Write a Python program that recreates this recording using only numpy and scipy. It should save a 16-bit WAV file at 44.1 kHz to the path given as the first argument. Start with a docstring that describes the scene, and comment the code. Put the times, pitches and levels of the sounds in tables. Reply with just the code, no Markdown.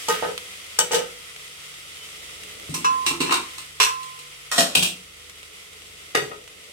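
"""Vegetables fry in a steel pan in a small tiled kitchen: hiss and bubble bursts as coloured noise, with short
ticks and pops. A lid is set down and muffles the sizzle, a spatula is laid on it, and steel pots are knocked and
shifted nearby; each blow is a noise clatter plus ringing modes, reflected by the tiles. A thin whistle, hums and
the burner's rumble lie around it. Two spaced microphones listen from close by."""
import sys
import numpy as np
from scipy import signal
from scipy.fft import rfft, irfft
from scipy.io import wavfile
from scipy.ndimage import uniform_filter1d

SR = 44100
rng = np.random.default_rng(int(sys.argv[2]) if len(sys.argv) > 2 else 0)


def materialize(psi):
    """Save the field psi as 16-bit PCM at rate SR to the path in sys.argv[1].

    A 1-D psi becomes a single channel; in a 2-D psi each row is a channel.
    """
    bounded = np.clip(np.atleast_2d(psi).T, -1, 1)
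    quanta = np.round(bounded * 32767).astype(np.int16)
    wavfile.write(sys.argv[1], SR, quanta)


N = 296352

# colour of the frying heard through lid and pan: frequency_hz [Hz], relative_level_db [dB]
FRYING_COLOUR = [(350, -55), (600, -26), (699, -8), (836, -14.5), (1090, -8.5), (1290, -2.5), (1640, -11),
                 (2050, 2.5), (2290, -1.5), (3240, 1.5), (4270, -7), (6840, -10.5), (8530, -8),
                 (15200, -22.5), (16300, -24)]


def gain_of(db):
    """Turns decibels into amplitude."""
    return 10 ** (np.asarray(db) / 20)


def evened(x):
    """Scales to rms 1 over all channels together."""
    return x / np.sqrt(np.mean(x ** 2) + 1e-20)


def read(points, hz):
    """Reads a (Hz, value) table on a log-frequency axis."""
    f, value = np.transpose(points)
    return np.interp(np.log(hz + 1), np.log(f + 1), value)


def along(rows, column):
    """Reads one column of a time table at every sample."""
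    rows = np.array(rows)
    return np.interp(np.arange(N) / SR, rows[:, 0], rows[:, column])


def colour(x, db_of_hz):
    """Filters along the last axis by a gain in dB over frequency."""
    size = x.shape[-1]
    gain = gain_of(db_of_hz(np.fft.rfftfreq(size, 1 / SR)))
    return irfft(rfft(x) * gain, size)


def add(mix, s, sound):
    """Mixes a sound in at time s, cut off at the end of the mix."""
    part = mix[..., round(s * SR):][..., :sound.shape[-1]]
    part += sound[..., :part.shape[-1]]


def diffuse(x):
    """Blends two unrelated channels so that the bass is alike at both microphones."""
    # left-right likeness of diffuse sound: frequency_hz [Hz], correlation [-1 to 1]
    likeness = [(60, 0.88), (180, 0.99), (550, 0.058), (1650, -0.01), (4970, -0.094), (15000, 0.0041)]
    size = x.shape[1]
    a, b = rfft(x)
    same = np.clip(read(likeness, np.fft.rfftfreq(size, 1 / SR)), -1, 1)
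    right = same * a + np.sqrt(1 - same ** 2) * b
    return irfft(np.array([a, right]), size)


def sizzle(bursts_per_s=1500, spread_db=2.6, bursts_db=-5.5):
    """Hiss and bursting steam bubbles heard through the lid and pan; the lid shuts off some fizz."""
    # loud open pan, muffled by the lid, calming in uneven swells: time_s [s], body_level_db [dB]
    sizzle_level = [(0, -37), (.15, -36), (.36, -40.5), (1.2, -42.5), (2.5, -41.5), (3.5, -40.5),
                    (3.75, -44), (4.1, -43.5), (5.1, -46.5), (5.38, -46.5), (5.46, -45), (5.8, -46.5),
                    (6.08, -45), (6.45, -47.5), (6.72, -46)]
    fizz_db, fizz_open_db, lid_shut_s = -2.5, 2, .12  # fizz re the body, extra at the start, its fade time
    strengths = gain_of(spread_db * np.minimum(rng.exponential(1, N), 5))
    bubbles = strengths * (rng.random(N) < bursts_per_s / SR)
    t = np.arange(600) / SR
    bursts = []
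    for _ in range(2):
        burst = rng.standard_normal(600) * np.exp(-t / .004)
        bursts.append(signal.oaconvolve(bubbles, burst)[:N])
    swell = evened(uniform_filter1d(uniform_filter1d(rng.standard_normal(N), 1500), 1500))
    hiss = rng.standard_normal((2, N)) * gain_of(.7 * swell)
    hiss += gain_of(bursts_db) * evened(np.array(bursts))
    hiss = colour(diffuse(hiss), lambda f: read(FRYING_COLOUR, f))
    fizz = colour(hiss, lambda f: -80. * (f < 4500))  # the part above 4.5 kHz
    body = evened(hiss - fizz)
    fizz_gain = gain_of(fizz_db + fizz_open_db * np.exp(-np.arange(N) / SR / lid_shut_s))
    return gain_of(along(sizzle_level, column=1)) * (body + fizz_gain * evened(fizz))


def hums():
    """Narrow bands of noise: low steady hums and two lid modes between 430 and 500 Hz."""
    # steady hums in the kitchen and the lid: centre_hz [Hz], width_hz [Hz], level_db [dB]
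    hum_bands = [(49.5, 2.2, -66.5), (76, 0.63, -63.5), (97.8, 1.5, -71), (145.8, 0.69, -66.5),
                 (436.4, 6.2, -67), (492, 7.8, -63)]
    out = np.zeros((2, N))
    for hz, width, db in hum_bands:
        line = colour(rng.standard_normal((2, N)), lambda f: -10 * np.log10(1 + (2 * (f - hz) / width) ** 4))
        out += gain_of(db) * evened(diffuse(line))
    return out


def burner():
    """Low rumble of burner and kitchen: bass-heavy noise that slowly rises and falls."""
    # colour of the rumble: frequency_hz [Hz], relative_level_db [dB]
    rumble_colour = [(15, -49), (25, -26), (59, -9), (81, -0.5), (151, -9), (189, 1), (204, -11.5),
                     (244, -8.5), (340, -2), (372, -7), (425, 3.5), (494, -2.5), (583, -2.5), (697, -9.5),
                     (900, -21), (1170, -61), (1980, -120)]
    # its loudness: time_s [s], level_db [dB]
    rumble_level = [(0, -53), (1.3, -58), (1.9, -57.5), (2.7, -49.5), (3.7, -58.5), (4.4, -60.5),
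                    (6.0, -57), (6.72, -54.5)]
    rumble = colour(diffuse(rng.standard_normal((2, N))), lambda f: read(rumble_colour, f))
    return gain_of(along(rumble_level, column=1)) * evened(rumble)


def vessel(blows, modes, body, lag_s, pan_db, wet_db, split, grip_t60, length, contact, belly_db, size=2 ** 14):
    """Each blow rattles dense modes (clatter) and rings clear ones; returns left, right and the walls' share.

    pan_db is left minus right, split a fraction of pitch, grip_t60 and contact are in s,
    length scales the ring times, belly_db lifts 600 Hz, size is in samples.
    """
    out, t, f = np.zeros((2, N)), np.arange(size) / SR, np.fft.rfftfreq(size, 1 / SR)
    hz, db, t60 = np.transpose(modes)[:, :, None]
    twin = hz * (1 + split * rng.uniform(0.93, 0.95, hz.shape))  # dents split each mode into a beating pair
    turn, twin_turn = np.exp(2j * np.pi * hz * t), np.exp(2j * np.pi * twin * t)
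    humps = gain_of(db) ** 2 / (1 + ((f - hz) / (20 + .012 * hz)) ** 2)
    rattled_db = read(body, f) + 10 * np.log10(1 + 30 * humps.sum(0))  # modes show as humps in the clatter
    next_s = [row[0] for row in blows[1:]] + [N / SR]
    for (s, peak_db, low_db, mid_db, high_db, clatter_t60, ring_db), then in zip(blows, next_s):
        # which modes the blow reaches, re 2800 Hz
        reach = [(200, low_db), (600, (low_db + mid_db) / 2 + belly_db), (1200, mid_db),
                 (2800, 0), (9000, high_db)]
        clatter = rng.standard_normal((2, size))
        clatter[1] = .5 * clatter[0] + 1.86 * clatter[1]  # each microphone faces other parts of the metal
        clatter = rfft(diffuse(clatter)) * gain_of(rattled_db)
        clatter = irfft(clatter * gain_of(read(reach, f))) / irfft(clatter).std()
        bounces = evened(uniform_filter1d(uniform_filter1d(rng.standard_normal(size), 120), 120))
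        tail = gain_of(2.5 * bounces - 60 * t / clatter_t60)
        first_crack = .8 * np.exp(-t / .003)
        clatter *= tail + first_crack

        phase = np.exp(2j * np.pi * rng.random((len(modes), 1)))  # both twins start together
        decay_s = np.clip(t60, .05, 1.2) * length
        ring = gain_of(db + read(reach, hz) - 60 * t / decay_s)
        ring = (ring * (phase * (turn + .5 * twin_turn)).imag).sum(0)
        ring *= gain_of(ring_db - 60 * np.maximum(t + s - then, 0) / grip_t60)  # the next touch damps it

        onset = 1 - np.exp(-t / contact)
        edges = onset * np.minimum(10 * (1 - t / t[-1]), 1)  # fades over the last tenth
        add(out, s, gain_of(peak_db) * edges * (clatter + ring) / 2.22)  # rms to peak
    out[0] = np.roll(out[0], round(lag_s * SR))  # the left microphone is farther away
    direct = out * gain_of(pan_db * np.array([[.5], [-.5]]))
    return np.vstack([direct, gain_of(wet_db) * out[1]])


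def lid():
    """The lid is set down: clatter over short, low modes."""
    # blows: start_s [s], peak_db [dB], low_db, mid_db, high_db [dB], clatter_t60_s [s], ring_db [dB]
    blows = [(.0835, -22, 2, -0.5, 6, 0.16, 1.5), (.0989, -11.5, -20, -8.3, 0.5, 0.14, -5.5),
             (.1384, -19, -33, -6.5, -16, 0.31, -19), (.2239, -21, 1, 2.5, -6, 0.2, -5.5),
             (.2844, -31, 6.5, -3, -10, .12, -2), (.7871, -13, -3.7, -7, 2, .12, -4.5),
             (.9085, -15, -3, -6, -11, 0.39, -12.5), (.9315, -9, -5, -11, 3, 0.069, -4.5),
             (.9598, -31, 0, -1, -8, 0.28, -12), (.9884, -26.5, -11, -12, -14, 0.21, 1)]
    # clear modes: pitch_hz [Hz], level_db [dB], t60_s [s, before length]
    modes = [(175, -13, .2), (431, -5, .26), (484, 0, .3), (721, -13, .25), (880, 3, .16), (964, -9, .18),
             (1028, -8, .16), (1244, -.5, .26), (1324, -7, .3), (1550, -13, .3), (1863, -8, .3),
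             (2293, -13, .3), (2606, -13, .3), (2891, -11, .24), (3332, -14, .3), (3801, -14, .3),
             (4926, -14, .3)]
    # dense upper modes: frequency_hz [Hz], relative_level_db [dB]
    body = [(47, -49), (80, -16), (323, -21), (493, 1), (896, -14.5), (958, -45), (1220, -1), (1630, -5),
            (1820, -7), (16000, -20)]
    return vessel(blows, modes, body, lag_s=.0001, pan_db=0.6, wet_db=0, split=0.0058, grip_t60=0.7,
                  length=0.51, contact=0.0018, belly_db=6.5)


def spatula():
    """A spatula laid on the lid: its clear modes all lie above 1.5 kHz."""
    # blows: start_s [s], peak_db [dB], low_db, mid_db, high_db [dB], clatter_t60_s [s], ring_db [dB]
    blows = [(.0835, -18, -25, -7, 2, 0.15, -17), (.7876, -7.5, -30, 16, 8.5, 0.07, -10),
             (.8062, -11, -25, -10, -33, .084, 0), (.9151, -25.5, -28, -5, 3.5, 0.34, 3),
             (.9436, -11, -28, -5, -5, 0.19, -4.5), (.9846, -23, -26, -7, -15, .11, -4)]
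    # clear modes: pitch_hz [Hz], level_db [dB], t60_s [s, before length]
    modes = [(1540, -12, .2), (3022, -1, .2), (3488, -9, .2), (4382, -11, .12), (4694, -11, .3),
             (5771, -5, .16), (6045, -6, .25), (6345, -8, .3), (6831, -9, .15), (7337, -12, .3),
             (7677, -6, .3), (7803, -6, .25), (8193, -7, .3), (8592, -9, .27), (8856, -11, .3)]
    # dense upper modes: frequency_hz [Hz], relative_level_db [dB]
    body = [(47, -57), (80, -27), (441, -19), (588, -16), (1310, -16.5), (2540, -8.5), (2970, -13.5),
            (3540, -8), (7700, -10), (16000, -21)]
    return vessel(blows, modes, body, lag_s=.0001, pan_db=7.0, wet_db=-9.5, split=0.0083, grip_t60=0.4,
                  length=0.62, contact=0.0019, belly_db=0.0)


def ticks_and_pops():
    """Short ticks and pops over the frying: a sharp tick at 0.378 s, then larger spits, all as noise bursts."""
    # ticks and pops: start_s [s], level_db [dB], left_minus_right_db [dB]
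    pops = [(0.378, -15.5, -1), (1.3624, -26.5, 0), (1.7403, -30, -4), (2.2925, -33, -5), (2.435, -25, -2),
            (2.5984, -28, -2), (5.2973, -27, -3), (5.4306, -29.5, -3), (5.7317, -32.5, -6),
            (5.8206, -34, 4), (6.4774, -30, -2)]
    out, t = np.zeros((2, N)), np.arange(2048) / SR
    for s, db, pan_db in pops:
        pop = evened(colour(rng.standard_normal((2, len(t))), lambda f: read(FRYING_COLOUR, f)))
        pop *= np.exp(-t / .0015) + .3 * np.exp(-t / .012)  # a sharp and a slower decay
        add(out, s, gain_of(db + pan_db * np.array([[.5], [-.5]])) * pop / 2)
    return out


def whistle():
    """A short thin whistle: one sine that swells and fades, alike at both microphones."""
    # one row: centre_s [s], half_length_s [s], pitch_hz [Hz], level_db [dB]
    centre, half, hz, db = (2.03, .045, 3053, -43)
    t = np.arange(N) / SR
    return gain_of(db) * np.exp(-((t - centre) / half) ** 2) * np.sin(2 * np.pi * hz * t)


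def pan():
    """A pan knocked and shifted: many close blows on widely split modes."""
    # blows: start_s [s], peak_db [dB], low_db, mid_db, high_db [dB], clatter_t60_s [s], ring_db [dB]
    blows = [(2.6922, -36.5, 20.5, -59, 16, 0.74, -10.5), (2.7404, -21.5, -13.5, 0.5, 19.5, 0.19, -8.5),
             (3.0633, -10, -26.5, -4, 10, 0.2, -5), (3.1087, -25, -1.5, 8, -6, 0.24, -8.5),
             (3.2034, -7, -9, -5.7, 5.5, 0.23, -16.5), (3.2397, -24, -3, -3, -8, 0.17, -11),
             (3.2935, -11, -24, 5, -8, .05, -12), (3.3075, -6, -16.5, 3.5, 2, 0.25, -22),
             (3.3215, -6, -26, 10.5, 11.5, 0.076, -40), (3.3402, -5, -25, -3, 5, 0.095, -42),
             (3.5793, -22, -27, -4, 12.5, 0.15, -21), (4.029, -24.5, -41, -12, 12.5, 0.065, -22),
             (4.1886, -25.5, -25, -16, 9.5, 0.1, -20)]
    # clear modes: pitch_hz [Hz], level_db [dB], t60_s [s, before length]
    modes = [(157, 4.5, 0.21), (200, -13, 0.18), (278.3, 2, 0.3), (344, 5, 0.65), (864, -7, .8),
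             (1038, -1.5, 0.36), (1040, -1, 0.093), (1010, -20, 0.16), (1157, -5, 0.054),
             (1300, -5.5, 0.14), (2360, -3.5, 0.062), (2720, -0.5, 0.34), (2940, -24, 0.22),
             (3870, -5, 0.18), (4260, -6, 0.074), (5700, -15, 0.23), (8300, -4.5, 0.09)]
    # dense upper modes: frequency_hz [Hz], relative_level_db [dB]
    body = [(47, -55), (80, -37), (237, -7.5), (331, -2), (615, -9), (1050, -9), (1860, -12), (2600, -10.5),
            (3030, -11), (8230, -19), (16000, -35)]
    return vessel(blows, modes, body, lag_s=.00015, pan_db=3.5, wet_db=-3.5, split=0.016, grip_t60=0.69,
                  length=.7, contact=.002, belly_db=-3.0)


def pot():
    """A pot knocked: a long mode near 1 kHz, quickly damped by the next touch."""
    # blows: start_s [s], peak_db [dB], low_db, mid_db, high_db [dB], clatter_t60_s [s], ring_db [dB]
    blows = [(2.741, -24, -1.5, -14, 9, .18, -12), (2.8438, -12, -24, 9, -2, .07, -6),
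             (3.0618, -9.5, -12, -13, -1.5, .2, -18), (3.2586, -21, -12, -4, -17, .16, -5),
             (3.8002, -1, -10, -4, -4, .16, -13), (3.8145, -7, -20, -6, -2, .14, -16),
             (3.8284, -9, -30, -6, 2.2, .2, -11), (3.8629, -22, -42, 11, -19, .1, -5)]
    # clear modes: pitch_hz [Hz], level_db [dB], t60_s [s, before length]
    modes = [(435, -9, .15), (1038, -1, 1.0), (1180, -10, .2), (2652, -4, .27), (5674, -2, .16),
             (1340, -11, .3), (1647, -8, .15), (2458, -11, .2), (2923, -12, .4), (3420, -10, .25),
             (3944, -11, .25), (4167, -12, .22), (5076, -12, .17), (5615, -12, .25), (6845, -12, .29),
             (7090, -13, .25), (7784, -13, .17), (8180, -12, .25), (8317, -14, .3), (9362, -19, .23)]
    # dense upper modes: frequency_hz [Hz], relative_level_db [dB]
    body = [(47, -67), (80, -13), (451, -17.5), (643, -19.5), (1020, -7.5), (1900, -8.5), (2720, -6.5),
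            (3100, -9), (8410, -13.5), (15000, -22), (16000, -68)]
    return vessel(blows, modes, body, lag_s=.0004, pan_db=1.2, wet_db=-7, split=.0009, grip_t60=.14,
                  length=1.0, contact=.0024, belly_db=11.0, size=2 ** 15)


def bowl():
    """A bowl knocked: short modes spread from low to high, only lightly damped by the next touch."""
    # blows: start_s [s], peak_db [dB], low_db, mid_db, high_db [dB], clatter_t60_s [s], ring_db [dB]
    blows = [(4.5140, -12.5, -28, 9, .6, .22, -14), (4.5343, -30, -11, 3, -7, .25, -6),
             (4.5594, -16, -14, -2, 1.5, .3, -19), (4.579, -2.2, -8.5, 1.1, -2.2, .19, -9),
             (4.5989, -15, -6, 3, -9, .15, -6), (4.698, -27.5, -7, 3, -3, .33, -23)]
    # clear modes: pitch_hz [Hz], level_db [dB], t60_s [s, before length]
    modes = [(178, -4, .6), (277, -5, .25), (678, 0, .4), (1880, -3, .29), (3925, -6, .4), (5345, -6, .38),
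             (8168, -6, .25), (1130, -9, .2), (1270, -7, .15), (1450, -8, .15), (2463, -11, .2),
             (2514, -11, .2), (3230, -7, .3), (3628, -7, .25), (4409, -7, .18), (5620, -8, .3),
             (6848, -9, .24), (7235, -8, .17), (8624, -12, .29), (9701, -14, .29)]
    # dense upper modes: frequency_hz [Hz], relative_level_db [dB]
    body = [(47, -51), (80, -25.5), (563, -3.5), (657, -11), (858, -16), (1900, -19), (2270, -21.5),
            (2490, -13), (8410, -15), (15000, -22), (16000, -44)]
    return vessel(blows, modes, body, lag_s=0.00012, pan_db=4.0, wet_db=-2.5, split=0.0056, grip_t60=1.7,
                  length=0.41, contact=0.0026, belly_db=-0.3)


def tray():
    """A tray knocked: four close blows over one long low mode and short higher ones."""
    # blows: start_s [s], peak_db [dB], low_db, mid_db, high_db [dB], clatter_t60_s [s], ring_db [dB]
    blows = [(4.7505, -5, -17, 2, 5.5, 0.1, -17), (4.769, -10.5, -7.5, -8, 1.4, 0.26, -9),
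             (4.8245, -6, -19, -5, 5.1, .13, -19), (4.849, -15, -15, -2.5, 1.7, 0.19, -20)]
    # clear modes: pitch_hz [Hz], level_db [dB], t60_s [s, before length]
    modes = [(183.8, -5, 0.87), (278, -15, 0.31), (656, -16, .2), (1090, -16, 0.18), (2506, -1.5, 0.16),
             (2750, -4.5, .3), (3260, -6, .3), (3680, -14, .2), (3950, -21, 0.39), (4490, -18, .3),
             (5800, -24, 0.23), (5965, -26, .2), (8300, -6, 0.25), (8700, -18, 0.23)]
    # dense upper modes: frequency_hz [Hz], relative_level_db [dB]
    body = [(47, -60), (80, -20), (178, 1), (212, -18), (271, -5), (515, -7.5), (2130, -18.5), (2780, -7),
            (4940, -12), (8230, -16), (16000, -27.5)]
    return vessel(blows, modes, body, lag_s=0.00018, pan_db=5.0, wet_db=-4.5, split=0.0084, grip_t60=1.0,
                  length=0.98, contact=0.0017, belly_db=5.2)


def kettle():
    """A kettle knocked near the end: short modes, many of them below 800 Hz."""
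    # blows: start_s [s], peak_db [dB], low_db, mid_db, high_db [dB], clatter_t60_s [s], ring_db [dB]
    blows = [(6.148, -8.5, -10, 3.8, 14.5, 0.14, -12), (6.171, -22, -6, 3.6, 13, 0.1, 4),
             (6.22, -34, 3.5, 1.7, 19, 0.54, 6.5), (6.314, -28.5, -2.5, 9.2, -5, 0.067, -4.5)]
    # clear modes: pitch_hz [Hz], level_db [dB], t60_s [s, before length]
    modes = [(142, -9, .4), (403, -5, .35), (435, -3, .25), (478, -3, .2), (565, -9, .2), (760, -7, .12),
             (1260, -6, .25), (1890, -4, .3), (2540, -10, .3), (2790, -6, .25), (3620, -6, .1),
             (4630, -9, .15), (6045, -14, .2), (7700, -16, .2)]
    # dense upper modes: frequency_hz [Hz], relative_level_db [dB]
    body = [(47, -52), (80, -36), (139, -32), (232, -7), (404, -4), (980, -11), (1250, -11), (2780, -13),
            (13100, -41), (15000, -45), (16000, -65)]
    return vessel(blows, modes, body, lag_s=0.00031, pan_db=5.5, wet_db=-3.0, split=0.0066, grip_t60=1.05,
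                  length=0.4, contact=0.0019, belly_db=0.5)


def kitchen(x):
    """Sparse reflections of random sign from tiled walls, each band dying at its own speed."""
    # reverberation of the room: frequency_hz [Hz], t60_s [s]
    room_t60 = [(100, 0.63), (500, 0.26), (2000, 0.28), (6000, 0.26), (15000, 0.26)]
    places = np.arange(200, 20000, 20)  # samples; one reflection in each slot of 20
    taps = np.zeros((2, 20480))
    at = places + rng.integers(0, 20, (2, len(places)))
    np.put_along_axis(taps, at, rng.choice([-1., 1.], at.shape), 1)
    taps = diffuse(taps)
    hz, t, z = signal.stft(taps, SR, nperseg=256)
    decay = gain_of(-60 * t / read(room_t60, hz)[:, None])
    tail = signal.istft(z * decay, SR, nperseg=256)[1]
    return signal.fftconvolve(x[None], tail / np.linalg.norm(tail[0]), axes=1)[:, :N]


def scene():
    """Sums all sources at the two microphones; only the struck metal is sent to the walls."""
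    metal = lid() + spatula() + pan() + pot() + bowl() + tray() + kettle()
    frying = sizzle() + ticks_and_pops() + whistle()
    return frying + hums() + burner() + metal[:2] + kitchen(metal[2])


def record(dry):
    """The microphones drop the deepest bass, the loudest peaks clip; then the band limit."""
    edge_hz = 16300
    heard = signal.sosfilt(signal.butter(2, 40, "high", fs=SR, output="sos"), dry)
    edge = signal.firwin(255, edge_hz, window=("kaiser", 9), fs=SR)
    limited = signal.oaconvolve(np.clip(heard, -1, 1), edge[None], "same")
    return np.clip(limited, -1, 1)


dry = scene()
out = record(dry)
materialize(out)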